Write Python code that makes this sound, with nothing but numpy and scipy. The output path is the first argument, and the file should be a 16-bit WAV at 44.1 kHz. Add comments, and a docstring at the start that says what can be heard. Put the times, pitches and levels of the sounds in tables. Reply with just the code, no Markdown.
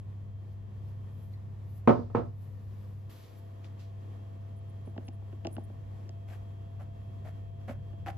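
"""A quiet kitchen: mains hum, rumble, motor whine (sines) and air (shaped noise) run throughout. Sleeves and
flour rustle (swelling grains), mostly early on; a glass tick leads to a small glass bowl, emptied and set on
a wooden table in two knocks (struck modes, noise clatter). At 3.1 s the bass drops briefly. Then a silicone
spatula works flour in a wire sieve: taps rock it on its bowl (struck modes), the mesh tinkles faintly (high
modes), and short scrapes follow (grains through resonances). Feedback delays echo all but the rustles and tone."""
import sys
import numpy as np
from scipy import signal
from scipy.fft import rfft, irfft, next_fast_len
from scipy.io import wavfile

SR = 44100
rng = np.random.default_rng(int(sys.argv[2]) if len(sys.argv) > 2 else 0)


def store_pcm(level_fs):
    """Save levels as 16-bit WAV."""
    pcm = np.round(np.clip(level_fs, -1, 1) * 32767).astype(np.int16)
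    wavfile.write(sys.argv[1], SR, np.atleast_2d(pcm).T)


N = 360297   # length [samples]


def from_db(db):
    """Logarithmic level: 20 dB is a factor of ten in amplitude."""
    return 10 ** (np.asarray(db) / 20)


def rms_one(x):
    """Normalisation to unit root-mean-square amplitude."""
    return x / np.sqrt(np.mean(x ** 2) + 1e-20)


def in_time(rows):
    """Linear interpolation of a (time [s], level [dB]) curve, sample by sample."""
    times, levels_db = np.transpose(rows)
    return np.interp(np.arange(N) / SR, times, levels_db)


def drift(rate_hz):
    """Low-passed random fluctuation: white noise through two equal poles, scaled to spread 1."""
    step = 40   # computed at every 40th sample
    r = np.exp(-2 * np.pi * rate_hz * step / SR)
    settle = 2000
    noise = rng.standard_normal(N // step + settle + 2)
    slow = signal.lfilter([1], [1, -2 * r, r * r], noise)[settle:]
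    return np.interp(np.arange(N) / step, np.arange(len(slow)), rms_one(slow))


def ring(clicks, hz, t60):
    """Damped resonance: a unit click excites a decaying sine of initial height 1."""
    r = from_db(-60 / (max(t60, 1e-3) * SR))
    w = 2 * np.pi * hz / SR
    return signal.lfilter([0, np.sin(w)], [1, -2 * r * np.cos(w), r * r], clicks + 1e-18)


def band(x, low_hz, high_hz):
    """Band-pass filtering: only the range between two cut-offs is passed."""
    return signal.sosfilt(signal.butter(2, [low_hz, high_hz], "band", fs=SR, output="sos"), x)


def soften(x, hz):
    """Low-pass filtering by contact time: a contact that lasts a moment is dull."""
    return signal.sosfilt(signal.butter(2, hz, fs=SR, output="sos"), x)


def struck(times, peaks_db, modes, scatter_db, cuts_hz=None, max_lag=16):
    """Modal superposition: each pulse drives every mode by chance; modes lag [samples] between the ports."""
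    at = np.round(np.array(times) * SR).astype(int)
    luck = rng.standard_normal((len(at), len(modes)))
    lags = rng.integers(-max_lag, max_lag + 1, len(modes))
    out = np.zeros((2, N))
    for k, (hz, level_db, t60) in enumerate(modes):
        clicks = np.zeros(N)
        clicks[at] = from_db(np.array(peaks_db) + level_db + scatter_db * luck[:, k])
        if cuts_hz is not None:      # a soft contact drives the high modes less
            clicks[at] /= 1 + (hz / cuts_hz) ** 2
        tone = ring(clicks, hz, t60) * (-1) ** k
        out += [np.roll(tone, max(lags[k], 0)), np.roll(tone, max(-lags[k], 0))]
    return out


def coloured(spectrum, swellings=()):
    """Spectral shaping: steady noise is given separate middle and side spectra."""
    hz, level_db, side_db = np.transpose(spectrum)
    size = next_fast_len(N)
    bins_hz = np.fft.rfftfreq(size, 1 / SR) + 1   # 1 Hz up, to keep the logarithm finite
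    mid_db = np.interp(np.log(bins_hz), np.log(hz), level_db, left=-200, right=-200)
    for centre, width, lift_db in swellings:
        mid_db += lift_db * np.exp(-((bins_hz - centre) / width) ** 2)
    sides_db = mid_db + np.interp(np.log(bins_hz), np.log(hz), side_db)
    gains = from_db([mid_db, sides_db]) * np.sqrt(SR / 2)   # from level per Hz
    mid, side = irfft(rfft(rng.standard_normal((2, size))) * gains, size)[:, :N]
    return np.array([mid + side, mid - side])


def grit(per_s, spread_db):
    """Random impulse train: uneven grains, half their power shared by left and right; rms 1."""
    sizes = from_db(spread_db * np.minimum(rng.exponential(1, (3, N)), 4))
    signs = rng.choice([-1, 1], (3, N))
    grains = sizes * signs * (rng.random((3, N)) < per_s / SR)
    return rms_one(grains[0] + grains[1:])


def tones(rows, wander, apart):
    """Line spectrum: sines from (cycle count, dB, wavering dB) drift in level and phase [rad].

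    The ports hear them `apart` radians either side.
    """
    out = 0
    for cycles, level_db, waver_db in rows:
        phase = 2 * np.pi * (cycles + rng.random()) + wander * drift(2.1)
        waver = np.clip(waver_db, 0, 2.5) * np.clip(drift(4.0), -2, 2)
        gain = from_db(level_db + waver)
        out = out + np.sqrt(2) * gain * np.sin(phase + apart * np.array([[-1], [1]]))
    return out


# mains lines: (frequency [Hz], relative level [dB], wavering [dB], kept within 0 to 2.5)
HUM_LINES = [(99.6, -43, 0), (202, -63, 1), (314, -88, 6.5), (380, -77.5, -2.5)]
# noise spectra: (frequency [Hz], relative level [dB per Hz], side re middle [dB])
RUMBLE_SPECTRUM = [(19.5, -93, -9), (36.2, -85, -12), (65, -69, -2.5), (83, -70.5, -5), (124, -72, -5.5),
                   (199.5, -84.5, -10), (322, -110, -7.5)]
AIR_SPECTRUM = [(113, -100, -15), (215, -83, -4.5), (337, -87.5, -5), (517, -93, 0), (950, -100, 0),
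                (1340, -106, 0.5), (2160, -109, -1.5), (3360, -113, -3.5), (5400, -119, -2.5),
                (8100, -123, 1.5), (11300, -122, -3.5), (13110, -123, -0.5), (14300, -135, 7),
                (15000, -140, 4.5)]
# swellings in the air spectrum: (centre [Hz], width [Hz], lift [dB])
AIR_SWELLINGS = [(503, 46, 4.5), (1100, 142, 5), (1834, 81, 5.5), (2230, 200, 0.5), (3380, 430, 0.5)]
# steps of the room tone: (start [s], hum gain [dB], air gain [dB], low whine before the bass drop [dB])
STEPS = [(0, 1, -1.5, -69), (3.096, 0.5, 0, -63), (6.094, 0.5, -0.5, -60.5)]
# rumble gain: (time [s], level [dB])
RUMBLE_CURVE = [(0, 0.5), (3.09, 0), (3.5, -5.5), (5.6, 2.5), (6.6, 0.5), (7.6, 1), (8.17, 5.5)]
# high whine gain: (time [s], level [dB])
HIGH_WHINE_CURVE = [(0, -88.5), (1.25, -86), (1.5, -108), (2.5, -104), (3.1, -86.5), (4.9, -84.5),
                    (6.09, -87), (6.1, -82), (8.17, -81.5)]
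# appliance motor speed, one per step: (turns per second [Hz])
MOTOR_SPEED = (134.2, 134.8, 135.4)
# motor tones: (multiple of the motor speed)
LOW_MULTIPLES = (5,)
HIGH_MULTIPLES = (19, 20, 23, 24, 25)
# one row per multiple: (level re whine [dB], wavering [dB], kept within 0 to 2.5)
LOW_TONES = [(0.0, 1)]
HIGH_TONES = [(-7, 4), (-5.5, 2), (-4.5, 2), (2.5, 1.5), (-6.5, 2)]
# at the second step the bass drops, stays down, then climbs back
BASS_DROP_DB, BASS_HOLD_S, BASS_RETURN_S = -9, 0.14, 0.2


def room_tone():
    """Superposition of steady sources: mains and motor lines over broadband rumble and air."""
    t, steps = np.arange(N) / SR, np.array(STEPS)
    step = np.searchsorted(steps[1:, 0], t)
    hum_db, air_db, low_db = steps[step, 1:].T
    since = t - steps[1, 0]
    climb = np.exp(-np.maximum(since - BASS_HOLD_S, 0) / BASS_RETURN_S)
    drop_db = BASS_DROP_DB * (since > 0) * climb

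    turns = np.cumsum(np.array(MOTOR_SPEED)[step]) / SR
    lines = [(hz * t, *rest) for hz, *rest in HUM_LINES]
    lines.append((turns, -61, 2.5))   # the motor's own speed
    hum = from_db(hum_db + drop_db) * tones(lines, wander=0.081, apart=0.1)
    hum = hum * from_db([[.6], [-.6]])   # left of centre

    rumble_db = in_time(RUMBLE_CURVE) + 0.46 * drop_db + 1.8 * drift(0.44)
    rumble = coloured(RUMBLE_SPECTRUM) * from_db(rumble_db)

    low_rows = [(k * turns, *row) for k, row in zip(LOW_MULTIPLES, LOW_TONES)]
    high_rows = [(k * turns, *row) for k, row in zip(HIGH_MULTIPLES, HIGH_TONES)]
    low = from_db(low_db + 0.41 * drop_db) * tones(low_rows, wander=0.12, apart=1.0)
    high = from_db(in_time(HIGH_WHINE_CURVE)) * tones(high_rows, wander=0.6, apart=0.56)

    air = coloured(AIR_SPECTRUM, AIR_SWELLINGS) * from_db(air_db + 1.15 * drift(4.94))
    return hum + rumble + low + high + air


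# sleeve and flour: (loudest time [s], rise over 20 dB [s], fall over 20 dB [s], middle [dB], treble [dB])
RUSTLE_SWELLS = [(0.525, 0.083, .06, -77, -76), (0.895, 0.13, .07, -77, -74), (1.24, .25, 0.17, -80, -68.5),
                 (1.335, .05, .03, -76, -76), (1.70, 0.06, .1, -81.5, -74.5), (1.78, .12, 0.041, -77, -64),
                 (2.43, 0.11, .15, -84, -69.5), (2.8, .6, 0.87, -76.5, -72.5),
                 (3.099, 0.0037, 0.36, -64, -61), (3.25, 0.14, 0.14, -70.5, -89),
                 (3.392, .05, 0.018, -78, -67), (3.648, 0.018, .05, -61.5, -84),
                 (3.8, 0.018, .12, -62, -71)]


def rustle():
    """Friction noise of cloth and powder: soft grains swell in the middle and in the far treble."""
    t, middle, treble = np.arange(N) / SR, 0, 0
    for s, rise, fall, middle_db, treble_db in RUSTLE_SWELLS:
        swell = from_db(-20 * np.maximum((s - t) / rise, (t - s) / fall))
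        middle = middle + swell * from_db(middle_db)
        treble = treble + swell * from_db(treble_db)
    soft = rms_one(band(grit(9000, 2.6), 900, 5100))
    bright = rms_one(band(grit(8500, 2.0), 11000, .45 * SR))
    return middle * soft + treble * bright


# modes of the glass: (frequency [Hz], relative level [dB], t60 [s])
GLASS_MODES = [(4300, 0, 0.05), (2003, -3, .1)]


def glass_tick():
    """Free vibration: one light touch leaves the modes of the glass ringing."""
    return struck([1.337], [-59.5], GLASS_MODES, scatter_db=3.5)


# pulses of the two knocks of the glass on the table:
# (time [s], pulse strength [dB], clatter strength [dB], cut-off [Hz])
KNOCK_PULSES = [(1.8747, -9, -23, 1510), (1.8836, -25, -49, 1010), (1.8923, -13.5, -31, 900),
                (1.906, -11.5, -45, 1005), (1.941, -38, -55, 600), (1.991, -26.5, -65, 605),
                (2.1, -39, -58, 600), (2.146, -35, -54, 700), (2.1488, -16.5, -37, 1220),
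                (2.151, -20.5, -38.5, 925), (2.167, -24, -42.5, 900), (2.18, -21.5, -46, 600)]
# modes of the wooden table: (frequency [Hz], relative level [dB], t60 [s])
TABLE_MODES = [(115.5, -13, 0.56), (167, -17, 0.24), (202, -27, 0.73), (236, 1, 0.13), (312, -19.5, 0.25),
               (353, -9, 0.16), (472, -4.5, 0.16), (582.5, -9.5, .2), (686, -2.5, 0.26),
               (749.3, -4.5, 0.17), (841, -14, 0.26), (900, -28.5, 0.3), (1034, -15, 0.17),
               (1203, -10.5, 0.12), (1301, -8, 0.17), (1500, -10, 0.07), (1610, -24, 0.13)]
# clatter of the many small modes: (band centre [Hz], relative level [dB], t60 [s])
CLATTER_BANDS = [(310, -6, 0.3), (484, -3, 0.22), (850, 1.5, 0.091), (1176, -8.5, 0.24), (2180, -11, 0.091),
                 (3140, -25.5, 0.19), (4800, -33.5, 0.58), (7000, -45, .1), (11500, -16, 0.074)]


def knocks():
    """Impact excitation: pulses drive clear low table modes over a clatter that dies band by band."""
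    s, pulse_db, clatter_db, cut_hz = np.transpose(KNOCK_PULSES)
    out = struck(s, pulse_db - 5.5, TABLE_MODES, scatter_db=3.0, cuts_hz=cut_hz, max_lag=40)
    short_modes = [(482, -3, 0.017), (1056, -1.5, 0.023)]   # Hz, dB, t60 s
    out += struck(s, pulse_db, short_modes, scatter_db=1.0, cuts_hz=cut_hz)
    out = soften(out, 1700)
    at = np.round(s * SR).astype(int)
    for hz, level_db, t60 in CLATTER_BANDS:
        pulses = np.zeros(N)
        pulses[at] = from_db(clatter_db) / (1 + (hz / cut_hz / 3.2) ** 2)
        decay = from_db(-60 / (t60 * SR))
        dying = soften(signal.lfilter([1], [1, -decay], pulses + 1e-18), 440)
        noise = rng.standard_normal((3, N))
        noise = noise[0] + np.sqrt(hz / 1500) * noise[1:]      # the lows are alike at both ports
        out += from_db(level_db) * dying * rms_one(band(noise, hz / 1.44, hz * 1.137))
    return out * from_db([[-1.3], [1.3]])   # right of centre


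# spatula taps: (time [s], click peak [dB], click frequency [Hz], thud strength [dB], bright edge peak [dB])
SPATULA_TAPS = [(3.6448, -44, 3040, -50, -60), (3.795, -60, 3020, -70, -54),
                (4.8726, -57, 2260, -38.5, -66), (4.962, -64, 1780, -38, -62), (4.979, -39, 1720, -32, -52),
                (5.0817, -42.5, 2760, -43, -52), (5.0857, -45.5, 2620, -39, -43),
                (5.2213, -73, 1640, -49, -70), (5.3273, -55, 1430, -43.5, -66),
                (5.449, -35.5, 2820, -29, -46), (5.455, -41, 1590, -30.5, -52), (5.47, -34, 2830, -29, -32),
                (5.5667, -39.5, 1460, -37, -56), (5.58, -52, 1840, -30, -64),
                (5.699, -61, 1470, -42.5, -68), (6.0928, -48.5, 1890, -45, -42),
                (7.614, -58, 1700, -60, -60), (7.9328, -55, 1700, -47.5, -66), (8.001, -59, 1450, -70, -62)]
# the sieve rocking on its bowl: (frequency [Hz], relative level [dB], t60 [s])
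SIEVE_MODES = [(233.6, 1, 0.043), (346, 0, 0.053), (401, -3, 0.031), (643, -1.5, 0.027), (826, -6, 0.027),
               (1140, -20.5, 0.029)]


def taps():
    """Impulse response: a dry click, two short rings and a bright edge; the sieve rocks 2 ms later."""
    s, click_db, click_hz, thud_db, edge_db = np.transpose(SPATULA_TAPS)
    out = soften(struck(s + .002, thud_db - 3, SIEVE_MODES, scatter_db=2.5), 2000)
    size = 600   # samples
    pulse = signal.unit_impulse(size)
    edge = band(pulse, 4500, 6300)
    edge /= np.abs(edge).max()
    rings = 0.49 * ring(pulse, 2800, 0.0074) + 0.14 * ring(pulse, 4440, 0.0051)
    for when, level_db, hz, bright_db in zip(s, click_db, click_hz, edge_db):
        click = band(ring(pulse, hz, 0.0043) + rings, 1200, 6500)
        click = from_db(level_db) * click / np.abs(click).max() + from_db(bright_db) * edge
        i = round(when * SR)
        out[:, i:i + size] += [np.roll(click, 3), click]   # left is three samples late
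    return out


# mesh tinkles: (time [s], strength [dB])
MESH_TINKLES = [(4.561, -68), (4.6892, -70), (4.8549, -71), (4.8894, -75), (5.0409, -66), (5.0664, -65),
                (5.1287, -71), (5.5075, -67), (5.529, -53), (5.537, -72), (5.5967, -71), (5.63, -63.5),
                (5.6444, -74)]
# modes of the mesh: (frequency [Hz], relative level [dB], t60 [s])
MESH_MODES = [(9490, 12, 0.031), (10700, -14, .02), (12550, -8, 0.052), (7600, -16, .012),
              (13500, -7, .012)]
# the touches of one tinkle swell and fade: (relative level [dB])
TOUCH_LEVELS = [-13, -6, -6.5, -9, -10]


def tinkles():
    """Repeated excitation: quick touches jingle high mesh modes, opposite in sign at the two ports."""
    s, strength_db = np.transpose(MESH_TINKLES)
    gaps = rng.uniform(0.002, 0.009, (len(s), len(TOUCH_LEVELS)))
    touches = s[:, None] + np.cumsum(gaps, axis=1) - .008
    touches_db = strength_db[:, None] + TOUCH_LEVELS
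    jingle = struck(touches.ravel(), touches_db.ravel(), MESH_MODES, scatter_db=2.5)[0]
    return jingle * np.array([[1.3], [-.5]])


# scrapes along the mesh: (time [s], length [s], frame level [dB], frame frequency [Hz], rocking level [dB],
# rocking frequency [Hz], grit level [dB], grit frequency [Hz], treble level [dB]); levels before the stroke
MESH_SCRAPES = [(6.276, 0.096, -58, 696, -72, 248, -60.5, 2270, -68),
                (6.793, 0.05, -54.5, 684, -59, 249, -57, 1370, -72.5),
                (7.243, 0.071, -50.5, 660, -51.5, 247, -58.5, 1820, -70),
                (7.676, 0.059, -43, 625, -42, 251, -50.5, 1790, -65),
                (8.059, 0.053, -40, 740, -46.5, 344, -46, 2000, -61.5)]
SETTLE_DB, SETTLE_S = -14, 0.029   # flour trickles on after a scrape


def scrapes():
    """Stick-slip excitation: a blade skipping over wires drives frame and rocking modes, grit and hiss."""
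    t, out = np.arange(N) / SR, np.zeros((2, N))
    skips, catching = grit(2500, 1.0), from_db(1.4 * drift(120.0))
    grains, treble = grit(2000, 5.9), band(grit(12000, 2.8), 3500, 17000)
    rocking_t60 = SIEVE_MODES[0][2]
    for s, length, frame_db, hz, rocking_db, rocking_hz, grit_db, grit_hz, treble_db in MESH_SCRAPES:
        span = slice(round((s - .02) * SR), round((s + length + 0.095) * SR))
        now = t[span]
        progress = np.clip((now - s) / length, 0, 1)
        arch = np.maximum(np.sin(np.pi * progress ** 0.62), 0) ** 0.58
        stroke = rms_one(catching[span] ** .5) * arch
        both = skips[0, span] + 0.14 * skips[:, span]
        frame = rms_one(band(ring(both, hz, 0.021), hz / 2, hz * 2))
        rocking = ring(both, rocking_hz, rocking_t60)
        rocking = rms_one(band(rocking, rocking_hz / 1.35, rocking_hz * 1.07))
        body = from_db(frame_db) * frame + from_db(rocking_db) * rocking
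        rasp = from_db(grit_db) * rms_one(band(grains[:, span], grit_hz / 2.13, grit_hz * 1.16))
        hiss = from_db(treble_db) * rms_one(treble[:, span])
        settling = np.exp(-np.maximum(now - s - length, 0) / SETTLE_S)
        trickle = from_db(SETTLE_DB) * (now > s + length / 2) * settling
        # the body sounds only while the blade bears down; the hiss spans the whole stroke
        out[:, span] += stroke ** 2 * body + (stroke ** 2 + trickle) * rasp + (stroke + trickle) * hiss
    return out


KITCHEN_T60_S, WALL_CUT_HZ = 0.33, 2200


def kitchen(x):
    """Reverberation by recirculation: eight feedback delays a side, duller on every round."""
    out, dull = np.zeros((2, N)), np.exp(-2 * np.pi * WALL_CUT_HZ / SR)
    lags = (np.geomspace(.011, .037, 16) * SR).astype(int)   # 11 to 37 ms, in samples
    for k, lag in enumerate(lags):
        loop, state = x.copy(), [0.]
        gain = from_db(-60 * lag / SR / KITCHEN_T60_S)
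        for i in range(lag, N, lag):
            back, state = signal.lfilter([gain * (1 - dull)], [1, -dull], loop[i - lag:i], zi=state)
            loop[i:i + lag] += back[:N - i]
        out[k % 2] += (loop - x) * (-1) ** (k // 2)
    return out


def scene():
    """Superposition: near sounds, their echo in the kitchen, rustles and the room tone."""
    near = glass_tick() + knocks() + taps() + tinkles() + scrapes()
    echo = from_db(-18) * kitchen(near.mean(axis=0))
    return room_tone() + rustle() + near + echo


def record(dry):
    """Sum-and-difference filtering: the microphone pair dips near 9 kHz (sum) and 12 kHz (difference)."""
    left, right = np.roll(dry[0], 1), dry[1]      # the left port hears one sample late
    mid, side = (left + right) / 2, (left - right) / 2
    mid = signal.sosfilt(signal.butter(3, [8200, 9750], "bandstop", fs=SR, output="sos"), mid)
    side = signal.sosfilt(signal.butter(3, [11300, 13300], "bandstop", fs=SR, output="sos"), side)
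    top_cut = signal.cheby2(12, 60, 15200, fs=SR, output="sos")   # 60 dB down from 15.2 kHz
    return signal.sosfilt(top_cut, [mid + side, mid - side])


dry = scene()
out = record(dry)
store_pcm(out)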